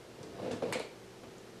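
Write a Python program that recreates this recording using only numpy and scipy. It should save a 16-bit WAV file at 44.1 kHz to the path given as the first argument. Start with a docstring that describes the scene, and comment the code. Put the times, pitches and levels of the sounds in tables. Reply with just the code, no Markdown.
"""Dull knocks ring a hollow body as it is handled on a kitchen counter, each one sinking in pitch.
It scuffs along the top in a stream of tiny slips, and an edge catches once with a dry rasp.
Thin metal edges tick; a hard utensil lands with a clack, chatters and settles.
A small bright room answers, over a steady bed of air and appliance hum."""
import sys
import numpy as np
from scipy import signal
from scipy.fft import rfft, irfft
from scipy.io import wavfile

SR = 44100
rng = np.random.default_rng(int(sys.argv[2]) if len(sys.argv) > 2 else 0)


def master_out(mix):
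    """Clip the mix to full scale and print it as 16-bit PCM to the path in sys.argv[1]."""
    frames = np.transpose(np.atleast_2d(mix))
    ceiling = np.clip(frames, -1, 1)
    pcm = np.round(ceiling * 32767).astype(np.int16)
    wavfile.write(sys.argv[1], SR, pcm)


N = 70560

# tone of the room air: f/Hz, level/dB
AIR_EQ = [(15, -22), (25, -9.5), (37, -34), (64, -7.5), (90, -18), (103, -13), (121, -12), (146, -12),
          (176, -6), (250, -5.5), (301, -12), (326, -11), (383, -4.5), (415, -7), (488, -8), (1060, -17.5),
          (1150, -17.5), (5720, -26.5), (15000, -39)]
# partials of the appliance hum: f/Hz, rms level/dB
HUM_PARTIALS = [(119, -64), (183, -69.5), (333.8, -63), (382.2, -61), (441.4, -64), (489.9, -67)]
# slides along the counter: t/s, attack/s, hold/s, release time constant/s, level/dB
SCUFF_STROKES = [(0.173, 0.017, 0.26, 0.048, -51), (0.345, 0.13, 0.079, 0.1, -44.5),
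                 (0.644, 0.028, 0.067, 0.053, -43), (0.8, 0.0093, 0.024, 0.038, -54.5),
                 (1.244, 0.027, 0.087, 0.016, -58)]
# tone of the sliding: f/Hz, level/dB
SCUFF_EQ = [(40, -30), (95, -4), (240, 3.5), (350, 4), (470, 7), (800, -7.5), (1500, -15.5), (4500, -24),
            (9000, -35), (14000, -48)]
# dull blows: t/s, level/dB, pitch/ratio, pitch overshoot/fraction, grit/dB, mode tilt/(dB per octave)
KNOCK_HITS = [(0.206, -21, 1.1, 0.018, -15, -17), (0.3848, -20, 1.0, 0.15, -14, 14),
              (0.395, -12.5, 1.0, 0.12, -24, 4), (0.426, -8.5, 1.01, 0.16, -13, -6.5),
              (0.459, -7.5, 1.03, 0.095, -12.5, 1), (0.476, -8.5, 0.99, 0.046, -14, 0),
              (0.5095, -4.5, 0.96, 0.14, -7.5, -5.5), (0.529, -6.5, 0.98, 0.02, -9, -8),
              (0.6212, -3, 1.0, 0.29, -12, -1.5), (0.631, -4, 1.0, 0.022, -10.5, 3),
              (0.65, -12.5, 1.08, 0.038, -9.5, 2), (0.682, -15.5, 0.96, 0.027, -9.5, -4.5),
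              (0.7513, -3.5, 1.0, 0.1, -9, -0.5), (0.797, -8, 0.92, 0.03, -12.5, 4),
              (1.234, -21, 0.955, 0.44, 1, -5), (1.271, -24, 0.97, 0.016, -22, -9)]
# modes of the hollow body: f/Hz, level/dB, t60/s
BODY_MODES = [(100, -20, .10), (162, -16, .09), (234, -10.5, .12), (261, -12, .10), (319, -11, .09),
              (443, -1.5, .10), (499, 0.5, .085), (555, -9, .035), (642, -4.5, .065), (718, -11, .045),
              (825, -12, .055), (995, -15.5, .06)]
# tone of the grit in a knock: f/Hz, level/dB
GRIT_EQ = [(100, -16), (400, 7.5), (900, 1), (1500, -6.5), (2500, -7.5), (4000, -12), (7000, -23.5),
           (11000, -26), (15000, -73)]
# light metal touches: t/s, level/dB, centre f/Hz, bandwidth/Hz, t60/s
TICK_HITS = [(0.2300, -26.5, 5700, 4670, 0.033), (0.725, -22.5, 10400, 3690, 0.0072),
             (0.7314, -31, 8800, 5100, .008), (0.7946, -29, 10200, 2600, 0.007),
             (1.383, -33, 6200, 3000, .008)]
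# tone of the catching edge: f/Hz, level/dB
RASP_EQ = [(500, -7), (2500, -16), (3600, 2), (4300, -10), (5000, 5.5), (5900, -5.5), (8500, -4),
           (11000, -20), (14000, -40)]
# the utensil lands, chatters and drops back: t/s, level/dB, noise tilt/(dB per octave)
CLACK_HITS = [(0.7253, -6, -4), (0.7297, -12.5, 3), (0.7338, -11, 2.5), (0.7985, -16, 0.5)]
# modes of the utensil: f/Hz, level/dB, t60/s
UTENSIL_MODES = [(994, -6, .08), (1072, -7, .06), (1976, -8, .08), (2072, -5, .1), (2219, 0, .13),
                 (2363, 0, .10), (2500, -6, .1), (2982, -10, .12), (4102, -12, .1), (4364, -12, .28),
                 (4829, -17, .2), (7391, -10, .06)]
# tone of its crack and clatter: f/Hz, level/dB
CRACK_EQ = [(40, -38), (150, -10), (600, -3), (1000, 3), (1550, -0.5), (2250, 5), (3200, -2), (4300, 0.5),
            (5700, -11), (7700, -5.5), (10500, -15.5), (13000, -40), (15000, -36)]

ROOM_GAP_S, ROOM_T60_LOW_S, ROOM_T60_HIGH_S = 0.007, 0.4, 0.25
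SCUFF_WET_DB, KNOCK_WET_DB, TICK_WET_DB, CLACK_WET_DB = 0.5, -7.5, -4.5, -1  # reverb sends
AIR_DB, SLIP_SPREAD_DB = -53.5, 2
KNOCK_ATTACK_S, KNOCK_RELAX_S, KNOCK_LOW_CUT_HZ = 0.0012, 0.0077, 103
RASP_START_S, RASP_ATTACK_S, RASP_DECAY_S, RASP_DB = 0.513, 0.0042, 0.0071, -20
CLATTER_DB, RING_DB = -4, -7
SOFT_TOP_HZ, TOP_HZ = 13060, 15000


def undb(db):
    """Decibels to gain."""
    return 10 ** (np.asarray(db) / 20)


def unit(x):
    """Scale to unit energy."""
    return x / np.sqrt(np.sum(x ** 2))


def fade(t60):
    """Exponential decay of 60 dB in t60 seconds."""
    return np.exp(-np.log(1000) * np.arange(N) / SR / t60)


def delay(x, s):
    """Start a sound s seconds later."""
    return np.concatenate([np.zeros(int(s * SR)), x])[:N]


def burst(t60):
    """A fading burst of noise with unit energy."""
    return unit(rng.standard_normal(N) * fade(t60))


def eq(x, points, tilt_db=0):
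    """Minimum-phase EQ through (f/Hz, level/dB) points, tilted by tilt_db per octave."""
    hz, db = np.array(points).T
    octave = np.log2(np.maximum(np.arange(N + 1) * SR / (2 * N), 1))
    curve_db = np.interp(octave, np.log2(hz), db + tilt_db * np.log2(hz / hz[-1]))
    cepstrum = irfft(np.log(undb(curve_db)))
    cepstrum[1:N] *= 2  # fold onto positive time: no pre-ring
    cepstrum[N + 1:] = 0
    return irfft(rfft(x, 2 * N) * np.exp(rfft(cepstrum)))[:N]


def room_tone():
    """The bed: steady room air and the slightly wavering hum of an appliance."""
    t = np.arange(N) / SR
    out = undb(AIR_DB) * unit(eq(rng.standard_normal(N), AIR_EQ)) * np.sqrt(N)
    for hz, db in HUM_PARTIALS:
        waver = 2.8 * np.cumsum(rng.standard_normal(N)) / np.sqrt(SR)
        out += undb(db) * np.sqrt(2) * np.sin(2 * np.pi * (hz * t + rng.random()) + waver)
    return out


def slips(per_s):
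    """Friction grains: tiny random impulses of uneven size."""
    onsets = rng.random(N) < per_s / SR
    return onsets * rng.choice([-1, 1], N) * undb(SLIP_SPREAD_DB * rng.standard_normal(N))


def scuffs():
    """Sliding: dense, uneven slips that rumble in the body and rustle on top."""
    t = np.arange(N) / SR
    envelope = np.zeros(N)
    for start, attack, hold, release, db in SCUFF_STROKES:
        rise = np.clip((t - start) / attack, 0, 1)
        fall = np.exp(-np.maximum(t - start - attack - hold, 0) / release)
        envelope += undb(db) * rise * fall
    friction = eq(slips(per_s=600), SCUFF_EQ)
    return envelope * unit(kitchen(friction, SCUFF_WET_DB)) * np.sqrt(N)


def room_tail():
    """The room's diffuse answer to a click; its treble dies sooner."""
    noise = rng.standard_normal(N)
    low = signal.sosfilt(signal.butter(2, 4500, fs=SR, output="sos"), noise)
    high = signal.sosfilt(signal.butter(2, 4500, "high", fs=SR, output="sos"), noise)
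    tail = unit(low * fade(ROOM_T60_LOW_S) - undb(-3) * high * fade(ROOM_T60_HIGH_S))
    return delay(tail, ROOM_GAP_S)


def kitchen(x, wet_db):
    """The dry sound plus the room's reverb."""
    return x + undb(wet_db) * signal.fftconvolve(x, room_tail())[:N]


def ring(modes, detune, pitch=1, overshoot=0, tilt_db=0):
    """Damped modes of alternating sign; with overshoot, contact stiffens them so they start sharp."""
    t = np.arange(N) / SR
    glide = pitch * (t + overshoot * KNOCK_RELAX_S * (1 - np.exp(-t / KNOCK_RELAX_S)))
    out = np.zeros(N)
    for k, (hz, db, t60) in enumerate(modes):
        gain = (-1) ** k * undb(db + tilt_db * np.log2(hz))
        detuned_hz = hz * (1 + detune * rng.standard_normal())
        out += gain * fade(t60) * np.sin(2 * np.pi * detuned_hz * glide)
    return unit(out)


def knocks():
    """Soft blows ring the hollow body, with a little grit; the deep bass is cut away."""
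    out = np.zeros(N)
    attack = 1 - np.exp(-np.arange(N) / SR / KNOCK_ATTACK_S)
    for start, db, pitch, overshoot, grit_db, tilt_db in KNOCK_HITS:
        grit = unit(eq(burst(t60=0.098), GRIT_EQ))
        body = ring(BODY_MODES, detune=0.004, pitch=pitch, overshoot=overshoot, tilt_db=tilt_db)
        blow = attack * (body + undb(grit_db) * grit)
        out += undb(db) * delay(unit(kitchen(blow, KNOCK_WET_DB)), start)
    return signal.sosfilt(signal.butter(2, KNOCK_LOW_CUT_HZ, "high", fs=SR, output="sos"), out)


def ticks():
    """Thin metal edges touch: tiny, high clicks with a little room on them."""
    out = np.zeros(N)
    for start, db, hz, width, t60 in TICK_HITS:
        band = signal.butter(3, [hz - width / 2, hz + width / 2], "band", fs=SR, output="sos")
        click = burst(t60) + undb(TICK_WET_DB) * room_tail()
        out += undb(db) * delay(unit(signal.sosfilt(band, click + 1e-18)), start)
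    return out


def rasp():
    """An edge catches and scrapes: a quickly fading run of bright slips."""
    t = np.arange(N) / SR
    envelope = np.minimum(t / RASP_ATTACK_S, 1) * np.exp(-t / RASP_DECAY_S)
    scrape = eq(slips(per_s=2300) * envelope, RASP_EQ)
    return undb(RASP_DB) * delay(unit(kitchen(scrape, SCUFF_WET_DB)), RASP_START_S)


def clacks():
    """The utensil hits hard: a short crack, a dense clatter and a room tail under a clearer ring."""
    out = np.zeros(N)
    for start, db, tilt_db in CLACK_HITS:
        crack = burst(t60=0.015)
        clatter = undb(CLATTER_DB) * burst(t60=0.064)  # many close, short modes blur into noise
        tail = undb(CLACK_WET_DB) * room_tail()
        crunch = unit(eq(crack + clatter + tail, CRACK_EQ, tilt_db))
        tone = unit(kitchen(ring(UTENSIL_MODES, detune=0.0012), CLACK_WET_DB))
        out += undb(db) * delay(crunch + undb(RING_DB) * tone, start)
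    return out


def scene():
    """Mono mix: the hits, the friction and the bed."""
    return (knocks() + clacks() + ticks() + scuffs() + rasp() + room_tone())[None]


def record(dry):
    """The microphone softens the highest treble and the recorder cuts the top."""
    soft = signal.sosfilt(signal.butter(4, SOFT_TOP_HZ, fs=SR, output="sos"), dry)
    return signal.sosfilt(signal.ellip(10, .2, 80, TOP_HZ, fs=SR, output="sos"), soft)


dry = scene()
out = record(dry)
master_out(out)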